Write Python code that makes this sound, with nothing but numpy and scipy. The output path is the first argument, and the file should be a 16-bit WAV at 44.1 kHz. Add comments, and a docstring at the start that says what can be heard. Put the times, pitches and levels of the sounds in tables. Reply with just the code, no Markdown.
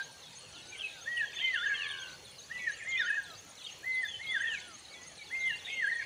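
"""Dawn chorus on a river bank

A near bird whistles a two-part song, an arch and a long swoop, as gliding sines with a short ground echo.
Around it other birds slur, peep and whistle as sines too; far off, raspy calls and a crowing cock.
Frogs trill and insects buzz, trill and tick in the grass, as pulsed tones, over a soft wash of shaped noise.
The trees smear every bird call into a brief tail, strongest on the far raspy calls."""
import sys
import numpy as np
from scipy import signal
from scipy.fft import rfft, irfft
from scipy.io import wavfile
from scipy.ndimage import uniform_filter1d

SR = 44100
rng = np.random.default_rng(int(sys.argv[2]) if len(sys.argv) > 2 else 0)


def nominal_scale(level):
    """Amplitude ratio for a level in decibels (scalar or array-like)."""
    x = np.asarray(level, float) / 20
    return 10 ** x


def waveform_to_disk(signal):
    """Save audio, clipped to [-1, 1], as 16-bit WAV at the path in sys.argv[1]."""
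    frames = np.transpose(np.atleast_2d(signal))
    scaled = np.clip(frames, -1, 1) * 32767
    samples = np.round(scaled).astype(np.int16)
    wavfile.write(sys.argv[1], SR, samples)


N = 266805  # samples


def slow(hz):
    """Random wander around zero: hz normal draws per second, joined by lines and smoothed."""
    knots = rng.standard_normal(int(N / SR * hz) + 2)
    wander = np.interp(np.arange(N) * hz / SR, np.arange(len(knots)), knots)
    return uniform_filter1d(wander, int(SR / hz / 2))


def band(x, hz, width):
    """Bell-shaped band-pass, output rms 1."""
    f = np.fft.rfftfreq(len(x), 1 / SR)
    y = irfft(rfft(x) * np.exp(-2 * ((f - hz) / width) ** 2), len(x))
    return y / y.std()


def add(mix, rows, start_s=0, db=0, edge_s=.006):
    """Adds one whistled note: a sine that follows its pitch and level, with soft ends."""
    at_s, pitch_hz, level_db = np.transpose(rows)
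    n = np.arange(round((start_s + at_s[0] - edge_s) * SR), round((start_s + at_s[-1] + edge_s) * SR))
    t = n / SR - start_s
    hz = uniform_filter1d(np.interp(t, at_s, pitch_hz), size=200)
    level = np.sqrt(2) * nominal_scale(db + np.interp(t, at_s, level_db))
    ends = signal.windows.tukey(len(n), min(1, 4 * edge_s * SR / len(n)))
    tone = level * ends * np.sin(2 * np.pi * np.cumsum(hz) / SR)
    inside = (n >= 0) & (n < N)
    mix[n[inside]] += tone[inside]


def add_calls(mix, phrase, calls):
    """Repeats a phrase of one or more notes at each call (start_s, level_db)."""
    for start_s, db in calls:
        for note in phrase:
            add(mix, note, start_s, db, edge_s=0.0043)


def times(runs):
    """Call times of evenly spaced runs."""
    return np.concatenate([np.linspace(*run) for run in runs])


def echoed(x, echo_s, share):
    """Adds one reflection off the ground."""
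    return x + share * np.pad(x, (round(echo_s * SR), 0))[:N]


def trees(x, t60_s=0.57):
    """Scattered echoes off trunks and banks: a dying noise tail of energy 1."""
    t = np.arange(SR // 2) / SR
    tail = rng.standard_normal(len(t)) * nominal_scale(-60 * t / t60_s) * (t > .004)
    return signal.fftconvolve(x, tail / np.linalg.norm(tail))[:N]


# spectrum of the water and air, before its overall level: pitch_hz, level_db (per Hz)
WASH_SPECTRUM = [(26, -35), (45, -6), (85, 3.5), (155, 0), (270, -5), (549, -2.5), (1200, -7.5),
                 (4310, -7.5), (5240, -11.5), (6220, -7.5), (8350, -17), (10200, -18.5), (11800, -32),
                 (15700, -29.5), (16000, -47)]


def wash(level_db=-55.5, patchy_db=4.0):
    """Water and air: random short-time spectra with faint patches."""
    real, imag, patches = rng.standard_normal((N // 256 + 5, 513, 3)).T
    patches = uniform_filter1d(uniform_filter1d(patches, size=3, axis=0), size=12, axis=1)
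    hz, db = np.transpose(WASH_SPECTRUM)
    f = np.fft.rfftfreq(1024, 1 / SR)
    patchy = patchy_db * f / (f + 90) * (f < 11000)  # bass and top treble stay even
    shape_db = np.interp(np.log(f + 1), np.log(hz), db)
    gain = nominal_scale(shape_db[:, None] + patchy[:, None] * patches / patches.std())
    out = signal.istft((real + 1j * imag) * gain, nperseg=1024, noverlap=768)[1][:N]
    return nominal_scale(level_db) * out / out.std()


def frogs():
    """A low quick trill is a pulsed tone; croaks further off are a noise band of restless level."""
    t = np.arange(N) / SR
    pulses = np.cos(np.pi * 13.5 * t) ** 4  # 13.5 per second
    trill = nominal_scale(-65.5 + 2.5 * slow(1)) * pulses * np.sin(2 * np.pi * 820 * t + slow(12))
    croaks = nominal_scale(-73 + 3.5 * slow(14)) * band(rng.standard_normal(N), 510, 150)
    return trill + croaks


# insects: pitch_hz, width_hz (half the fall of a pulse), strokes per second, level_db at full swell,
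# bouts as (start_s, end_s)
BUZZERS = [(14250, 1050, 164, -76.5, [(-.4, .33), (.8, 1.52), (1.9, 2.65), (3.12, 3.82), (5.2, 5.8)]),
           (14800, 400, 155, -83, [(.4, 1.15), (1.55, 2.4), (4.4, 5.08), (5.8, 6.5)]),
           (7100, 300, 110, -69.5, [(3.25, 3.8)]), (9980, 780, 148, -71.5, [(-1, 1.2), (1.7, 2.8),
           (3.2, 5.68), (5.85, 6.3)])]


def buzzers():
    """Wing strokes ring as short falling pulses; each bout swells and stops short."""
    t, out = np.arange(N) / SR, np.zeros(N)
    for hz, width, rate, db, bouts in BUZZERS:
        beat = np.cumsum(rate * (1 + 0.035 * slow(1.4))) / SR % 1
        falling_hz = hz + 2 * width * (.5 - beat)
        falling = np.sin(2 * np.pi * np.cumsum(falling_hz) / SR + 2.5 * slow(rate))
        strokes = np.sin(np.pi * beat) ** 2 * falling
        swell = sum((t > a) * (t < b) * np.minimum(0.43 + (t - a) / (b - a) * 2.7, 1) for a, b in bouts)
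        out += nominal_scale(db) * uniform_filter1d(swell, size=400) * band(strokes, hz, 2 * width)
    return out


def stroker():
    """Short bursts of strokes on an unsteady high tone, in two louder spells."""
    t = np.arange(N) / SR
    bursts = (t * 12.2 % 1 < .55) * np.cos(np.pi * 86 * t) ** 4  # about four strokes, then a rest
    louder = (abs(t - .65) < .35) | (t > 5.65)
    level = nominal_scale(-81.0 + 10.0 * louder + 4.7 * slow(3.3))
    return level * band(bursts * np.sin(2 * np.pi * 8000 * t + 3 * slow(300)), 8160, 500)


def cricket(hz):
    """A pulsing tone, highest in pitch where each pulse is loudest."""
    t = np.arange(N) / SR
    beat = 2 * np.pi * 78 * t + 1.2 * slow(12)
    return (1 + .6 * np.cos(beat)) * np.sin(2 * np.pi * hz * t + .45 * np.sin(beat) + 2.5 * slow(8))


# course of the long trill, to which a random wander is added: time_s, level_db
TRILL_LEVEL = [(0.0, -59.5), (.42, -58.5), (0.5, -64.5), (1.3, -60), (1.8, -57), (2.3, -58.5), (2.6, -68),
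               (3.45, -69), (3.89, -60.5), (4.94, -67), (6.05, -61)]


def crickets():
    """One cricket trills throughout at a changing level, a higher one for a short while."""
    t = np.arange(N) / SR
    visitor = nominal_scale(-69.5) * (abs(t - 1.3) < .9) * cricket(4655)
    level = nominal_scale(np.interp(t, *np.transpose(TRILL_LEVEL)) + 4.1 * slow(3.77))
    return visitor + level * cricket(4293)


# an insect's dry ticks: start_s, level_db (peak of the click without its ring)
SNAPS = [(2.7627, -59), (2.985, -62), (3.0211, -60), (3.2271, -54), (3.2835, -59), (3.3179, -54),
         (3.3359, -54), (3.4127, -58), (3.4496, -56), (3.7889, -54), (3.8243, -54), (3.8432, -52),
         (3.8617, -49), (3.8811, -53), (3.9011, -58), (3.961, -56), (4.0518, -50), (4.0702, -55),
         (4.2603, -56), (4.2772, -56)]


def snaps(ring_hz=14800, ring_s=.0005, boost=1.5):
    """Bare, all-treble clicks with a very short ring."""
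    start_s, db = np.transpose(SNAPS)
    out, t = np.zeros(N), np.arange(150) / SR
    out[np.round(start_s * SR).astype(int)] = nominal_scale(db)
    tick = signal.firwin(41, (11500, 15800), pass_zero=False, fs=SR)
    ring = np.exp(-t / ring_s) * np.sin(2 * np.pi * ring_hz * t)
    clicks = signal.oaconvolve(out, tick / tick.max(), "same")
    return clicks + boost * signal.oaconvolve(out, ring)[:N]


# far cock, last note of the crow: time_s, pitch_hz (fundamental), level_db
CROW = [(1.661, 601, -45), (1.871, 576.5, -39), (2.003, 522, -44.5), (2.162, 492, -54)]


def crow(throb_hz=85, second_db=-14):
    """Second and third harmonics carry; a slower flutter of the voice adds side lines."""
    at_s, hz, db = np.transpose(CROW)
    t = np.arange(N) / SR
    turns = 2 * np.pi * np.cumsum(np.interp(t, at_s, hz)) / SR
    throb = np.exp(.95 * np.cos(2 * np.pi * throb_hz * t + 1.5 * slow(25))) / 1.44
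    harmonics = nominal_scale(second_db) * np.sin(2 * turns) + np.sin(3 * turns)
    return nominal_scale(np.interp(t, at_s, db, -150, -150)) * throb * harmonics


# raspy calls of far birds, levels before the rasp: start_s, length_s, first_hz, last_hz, level_db
CHATTER = [(0, 0.047, 4010, 3760, -55), (0, 0.061, 3560, 2960, -59), (0.255, 0.1, 3810, 3600, -62),
           (0.383, 0.12, 3180, 2466, -62), (0.523, 0.086, 3180, 2670, -55), (0.617, 0.12, 3930, 3700, -60),
           (0.745, 0.052, 2733, 3400, -51.5), (0.826, 0.24, 3950, 3500, -58),
           (1.33, 0.024, 2620, 2050, -46.5), (2.521, 0.18, 2920, 2136, -53),
           (2.727, 0.15, 3023, 1750, -55.5), (2.769, 0.029, 7350, 7000, -54),
           (3.629, 0.081, 3160, 2620, -55), (5.4, 0.063, 3930, 3450, -52.5),
           (5.647, 0.048, 3730, 3425, -44.5), (5.692, 0.058, 3200, 3110, -47),
           (5.671, 0.11, 2404, 2860, -48), (5.994, .056, 2190, 2155, -45)]


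def chatter(rasp_hz=500):
    """Raspy calls: an unsteady voice spreads each slur into a fuzzy band."""
    out = np.zeros(N)
    for start_s, length_s, first_hz, last_hz, db in CHATTER:
        add(out, [(0, first_hz, db), (length_s, last_hz, db)], start_s, edge_s=0.0083)
    return out * (.5 + slow(rasp_hz))


def flock(heard, level_db=-12):
    """Unseen birds join in with short random chirps whenever the others call."""
    out = np.zeros(N)
    for when, pitch, size, bend in rng.random((700, 4)):
        hz = 2200 + 1500 * pitch
        rows = [(0, hz, 0), (0.004 + 0.012 * size, hz * (1.05 - 0.2 * bend), 0)]
        add(out, rows, when * N / SR, -9 * size, edge_s=.003)
    busy = np.sqrt(abs(uniform_filter1d(heard ** 2, size=6000)))
    return nominal_scale(level_db) * busy * out / out.std()


# a far bird's slow rising whistle, one note of: time_s from start, pitch_hz, level_db
RISER = [
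    [(0, 1257, -3), (.37, 1483, 1.5), (.42, 1455, 4), (.515, 1188, 1)],
]
# its calls: start_s, pitch factor, level_db
RISER_CALLS = [(.53, 1.1, -64), (2.84, 1.01, -64), (4.25, 1.0, -62)]


def riser(low_db=-9):
    """A weak fundamental lies an octave under the whistle that carries."""
    out = np.zeros(N)
    for start_s, tune, db in RISER_CALLS:
        add(out, np.multiply(RISER[0], [1, tune, 1]), start_s, db)
        add(out, np.multiply(RISER[0], [1, tune / 2, 1]), start_s, db + low_db)
    return out * nominal_scale(3 * slow(25))  # distance makes it waver


# a soft wavy whistle further off: time_s, pitch_hz, level_db
WAVY = [(4.957, 1967, -55), (4.978, 2020, -60), (5.018, 1950, -57), (5.068, 2078, -58), (5.109, 1850, -62),
        (5.15, 1620, -70)]


def wavy():
    """One sine whose pitch waves up and down before it sinks away."""
    out = np.zeros(N)
    add(out, WAVY)
    return out


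# thin hooked peeps at two pitches, two high callers and a lower one: time_s from start, pitch_hz, level_db
HIGH_PEEP = [
    [(0, 9100, -7.5), (.016, 9060, 5), (.026, 8600, -21.5)],
]
LOW_PEEP = [
    [(0, 8740, -8.5), (.015, 8530, 5.5), (.023, 8350, -23)],
]
# their calls, both high callers interleaved in the first: start_s, level_db
HIGH_PEEP_CALLS = [(0.113, -62.5), (0.38, -57.5), (0.478, -63.5), (0.771, -57.5), (0.845, -63),
                   (1.164, -58.5), (1.187, -62), (1.534, -62.5), (1.874, -59), (1.905, -59.5),
                   (2.242, -61.5), (2.302, -61.5), (2.699, -59.5), (3.091, -58.5), (3.487, -61),
                   (3.939, -59), (4.306, -58.5), (4.673, -58.5), (5.066, -59.5), (5.313, -63), (5.465, -59),
                   (5.699, -65), (5.862, -61)]
LOW_PEEP_CALLS = [(2.828, -58.5), (3.227, -58.5), (3.631, -59), (4.014, -56.5), (4.404, -57),
                  (4.783, -58.5), (5.165, -60.5), (5.557, -63.5), (5.942, -58)]


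def peeps():
    """Very short high sines that bend down as they fade."""
    out = np.zeros(N)
    add_calls(out, HIGH_PEEP, HIGH_PEEP_CALLS)
    add_calls(out, LOW_PEEP, LOW_PEEP_CALLS)
    return out


# answering neighbour's fall, blip and rise: time_s from the rise, pitch_hz, level_db
ANSWER = [
    [(-.048, 4230, 11.5), (-.03, 3640, 3.5)],
    [(-.012, 3840, 14), (.004, 3960, -15)],
    [(0, 4250, 7), (.03, 4855, -0.5)],
]
# its even runs of calls: first_s, last_s, number of calls
ANSWER_RUNS = [(1.522, 2.733, 5), (3.041, 4.896, 7), (5.226, 5.553, 2)]


def answerer(level_db=-60):
    """A small bird repeats three short gliding sines at even intervals."""
    out = np.zeros(N)
    add_calls(out, ANSWER, [(s, level_db) for s in times(ANSWER_RUNS)])
    return out


# small bird's drop, tick and up-slur: time_s from the up-slur, pitch_hz, level_db
WARBLE = [
    [(-.134, 4250, 3.5), (-.115, 3500, 1), (-.1, 3398, -1), (-.068, 3330, 0.5)],
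    [(-.028, 5020, -4), (-.008, 4670, -5)],
    [(0, 6130, -0.5), (.022, 6500, 7), (.034, 6670, -3.5)],
]
# its even runs of calls: first_s, last_s, number of calls
WARBLE_RUNS = [(.026, 1.997, 7), (2.383, 3.706, 5), (4.072, 6.052, 7)]


def warbler(level_db=-56):
    """A small bird repeats a falling, a ticking and a rising sine at even intervals."""
    out = np.zeros(N)
    add_calls(out, WARBLE, [(s, level_db) for s in times(WARBLE_RUNS)])
    return out


def rattle(db=-63, burst_s=4.51, burst_db=-58):
    """After each up-slur comes an uneven patter of quick falling ticks; once a higher, tighter burst."""
    out = np.zeros(N)
    runs = [(s + .045, 6700, .014, db) for s in times(WARBLE_RUNS)]
    runs += [(burst_s, 7200, .005, burst_db)]
    for start_s, mean_hz, gap_s, level_db in runs:
        for k, (late, pitch, loud) in enumerate(rng.standard_normal((21, 3))):
            hz = mean_hz + 350 * pitch
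            tick_s = start_s + gap_s * k + 0.004 * late
            add(out, [(0, hz, 0), (.008, hz - 800, 0)], tick_s, level_db + 3 * loud, edge_s=0.0019)
    return out * (1 + .6 * slow(400))


# single slurs of other birds, before echo and flutter:
# start_s, length_s, first_hz, middle_hz, last_hz, level_db (at the middle)
SLURS = [(0.722, 0.043, 2400, 2350, 2090, -47), (0.789, 0.015, 3030, 2790, 2620, -48),
         (0.792, 0.039, 3470, 3170, 2740, -43), (0.829, 0.077, 2640, 2532, 2486, -41.5),
         (1.114, .035, 3150, 3210, 3050, -52), (1.164, 0.042, 3150, 2740, 2500, -41),
         (1.238, 0.071, 3360, 3280, 3020, -52.5), (1.326, 0.022, 3567, 3570, 3560, -54.5),
         (1.362, 0.045, 3540, 3460, 3150, -39.5), (1.368, 0.022, 1850, 1890, 1840, -45),
         (1.382, 0.016, 2455, 2840, 3200, -38), (1.413, 0.052, 3137, 3140, 2994, -30.5),
         (1.432, 0.067, 2520, 2440, 2410, -50), (1.474, 0.072, 3100, 3150, 3210, -53),
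         (1.554, 0.018, 2690, 2850, 2800, -37), (1.566, 0.078, 3260, 3480, 3568, -40),
         (1.57, 0.019, 3170, 3020, 2810, -38), (1.663, 0.018, 2870, 2680, 2540, -43),
         (1.654, 0.038, 3120, 2990, 2950, -44.5), (1.695, 0.076, 2320, 2170, 1990, -46),
         (1.738, 0.041, 2660, 2685, 2630, -40), (1.746, .128, 3290, 2840, 2103, -39.5),
         (1.833, 0.039, 3520, 3315, 3170, -42.5), (1.891, 0.034, 3700, 3364, 2920, -41),
         (1.933, 0.031, 2870, 2980, 2936, -44.5), (1.978, 0.016, 3840, 3530, 3280, -46),
         (1.998, 0.05, 3340, 3250, 3070, -46.5), (2.034, 0.04, 2920, 2783, 2775, -45.5),
         (2.59, 0.086, 2270, 2190, 2230, -45), (2.799, 0.037, 2260, 1814, 1760, -45),
         (2.888, 0.032, 7200, 6600, 6430, -47.5), (2.822, 0.015, 2500, 2465, 2380, -48),
         (2.921, 0.05, 3260, 3170, 3120, -43.5), (2.975, .055, 5580, 5440, 4750, -57),
         (2.952, 0.053, 2300, 2500, 2470, -42.5), (2.976, 0.058, 3520, 3720, 3373, -40),
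         (3.061, 0.027, 3106, 3027, 2900, -40), (3.068, 0.091, 2690, 2530, 2560, -46.5),
         (3.642, 0.022, 3720, 3670, 3550, -46), (3.665, 0.012, 3365, 3180, 3080, -41.5),
         (3.683, 0.017, 3014, 2870, 2640, -45.5), (4.047, 0.072, 3610, 3424, 3350, -43),
         (4.103, 0.082, 3300, 3054, 3034, -45), (4.269, 0.11, 3253, 3489, 3504, -41),
         (4.37, 0.055, 3230, 3090, 3000, -50.5), (4.402, 0.083, 3465, 3480, 3370, -47),
         (4.444, 0.037, 2660, 2693, 2700, -47), (4.469, 0.12, 3365, 2800, 2083, -42),
         (4.914, 0.049, 2236, 2237, 2290, -55), (5.19, 0.05, 2380, 2290, 2140, -50),
         (5.348, 0.02, 2400, 2650, 2840, -45), (5.438, 0.047, 3276, 3335, 3240, -44),
         (5.478, 0.083, 3035, 2792, 2776, -41.5), (5.741, 0.026, 2720, 2650, 2720, -47),
         (5.845, 0.044, 3390, 3160, 2970, -53)]


def slurs(start_db=-3, end_db=-6, flutter_db=2):
    """Each slur swells to its middle and fades, with a ground echo and a fast flutter."""
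    out = np.zeros(N)
    for start_s, length_s, first_hz, middle_hz, last_hz, db in SLURS:
        rows = [(0, first_hz, start_db), (length_s / 2, middle_hz, 0), (length_s, last_hz, end_db)]
        add(out, rows, start_s, db)
    return echoed(out, .0062, .6) * nominal_scale(flutter_db * slow(90)) * (1 + .35 * slow(400))


BASE_HZ = 1589  # the swoop ends here; arch heights count from here
# the short arch rises: time_s from start, height (0-1 between base and top), level_db
ARCH_RISE = [(0, .05, -18), (.018, .72, -2.5), (.028, .9, -3)]
# holds its top while the level dips twice: time_s from start, depth of dip (0-1)
ARCH_HOLD = [(0.043, 0.85), (0.071, 0), (.1, 1)]
# and falls: time_s from the end, height (0-1), level_db
ARCH_FALL = [(-.062, 0.96, 2.5), (-.045, 0.91, -0.5), (-.028, 0.54, 6), (-.012, .25, -3), (0, 0.17, -3.5)]
# its calls: start_s, length_s, top_hz, level_db, lost_db (depth of the level dips)
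ARCH_CALLS = [(1.059, 0.19, 1913, -39, 3.5), (2.5, 0.21, 1978, -40, 11.5), (3.832, .235, 2054, -42.5, 0.5),
              (5.303, 0.23, 2107, -42.5, 1)]


def arches(top_db=1.5):
    """Rows of each short arched whistle: up, a hold with two level dips, down."""
    for start_s, length_s, top_hz, db, lost_db in ARCH_CALLS:
        hold = [(at_s, 1, top_db - depth * lost_db) for at_s, depth in ARCH_HOLD]
        rows = np.vstack([ARCH_RISE, hold, np.add(ARCH_FALL, [length_s, 0, 0])])
        yield rows * [1, top_hz - BASE_HZ, 1] + [start_s, BASE_HZ, db]


# the long whistle swoops to a dip: time_s from start, height (0-1 between dip and top), level_db
SWOOP = [(0, .35, -15), (.026, .94, -6), (.065, 1, 1), (.126, .86, -1), (.156, .54, 5), (.177, .17, 4),
         (.198, 0, 1)]
# then wobbles back up: time_s from start, pitch_hz above the dip, level_db
WOBBLE = [(.213, 100.7, 3.5), (.233, 502, 0.5), (0.255, 238, 3.5), (0.276, 420, 1.5), (0.291, 297.6, 1)]
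# its calls: start_s, end_s, top_hz, dip_hz, level_db, late_s (of the wobble), crest_hz (last, above the dip)
SWOOP_CALLS = [(-.3, 0.029, 2070, 1312, -40.5, 0, 373), (1.398, 1.751, 2105, 1363, -40.5, .013, 341),
               (2.852, 3.209, 2132, 1392, -40, 0, 494), (4.194, 4.556, 2170, 1502, -42, 0.0034, 324),
               (5.667, 6.029, 2180, 1564, -41.5, 0.0012, 324)]


def swoops(crest_s=.043, settle_s=.028, settle_hz=273.5, settle_db=1, end_db=-4.5):
    """Rows of each long whistle: swoop, wobble, a last crest, then it settles above the dip and ends."""
    for start_s, end_s, top_hz, dip_hz, db, late_s, crest_hz in SWOOP_CALLS:
        length_s = end_s - start_s
        swoop = np.multiply(SWOOP, [1, top_hz - dip_hz, 1])
        wobble = np.add(WOBBLE, [late_s, 0, 0])
        close = [(length_s - crest_s, crest_hz, -5),
                 (length_s - settle_s, settle_hz, settle_db),
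                 (length_s, BASE_HZ - dip_hz, end_db)]
        yield np.vstack([swoop, wobble, close]) + [start_s, dip_hz, db]


# how strongly the near voice sounds at each pitch: pitch_hz, level_db
VOICE = [(1400, -10.5), (1650, 2), (1850, -2), (2000, -2.5), (2120, 0), (2230, -1.5)]


def singer(echo_s=.00488, echo=0.56):
    """The near bird: the ground echo makes the level throb as the pitch glides."""
    out = np.zeros(N)
    for rows in [*arches(), *swoops()]:
        rows[:, 2] += np.interp(rows[:, 1], *np.transpose(VOICE))
        add(out, rows, -echo_s / 2)  # times mark the middle of sound and echo
    return echoed(out, echo_s, echo) * (1 + .12 * slow(250))


def scene():
    """Near sounds come mostly direct; far ones come direct with nearly as strong a scattered tail."""
    near = nominal_scale(5.5) * singer()
    around = slurs() + wavy() + peeps() + warbler() + answerer() + rattle() + riser() + crow()
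    far = chatter()
    far += flock(around + far)
    scattered = trees(nominal_scale(-12.0) * near + nominal_scale(-10.5) * around + nominal_scale(-2.0) * far)
    grass = buzzers() + stroker() + crickets() + snaps()
    return (near + around + far + scattered + grass + frogs() + wash())[None]


def roll_off(x):
    """The treble ends steeply here."""
    return signal.sosfilt(signal.butter(12, 15900, fs=SR, output="sos"), x)


def record(dry):
    """The microphone cuts the lowest bass, below 50 Hz."""
    bass_cut = signal.butter(3, 50, "high", fs=SR, output="sos")
    mix = signal.sosfilt(bass_cut, dry)
    return roll_off(mix)


dry = scene()
out = record(dry)
waveform_to_disk(out)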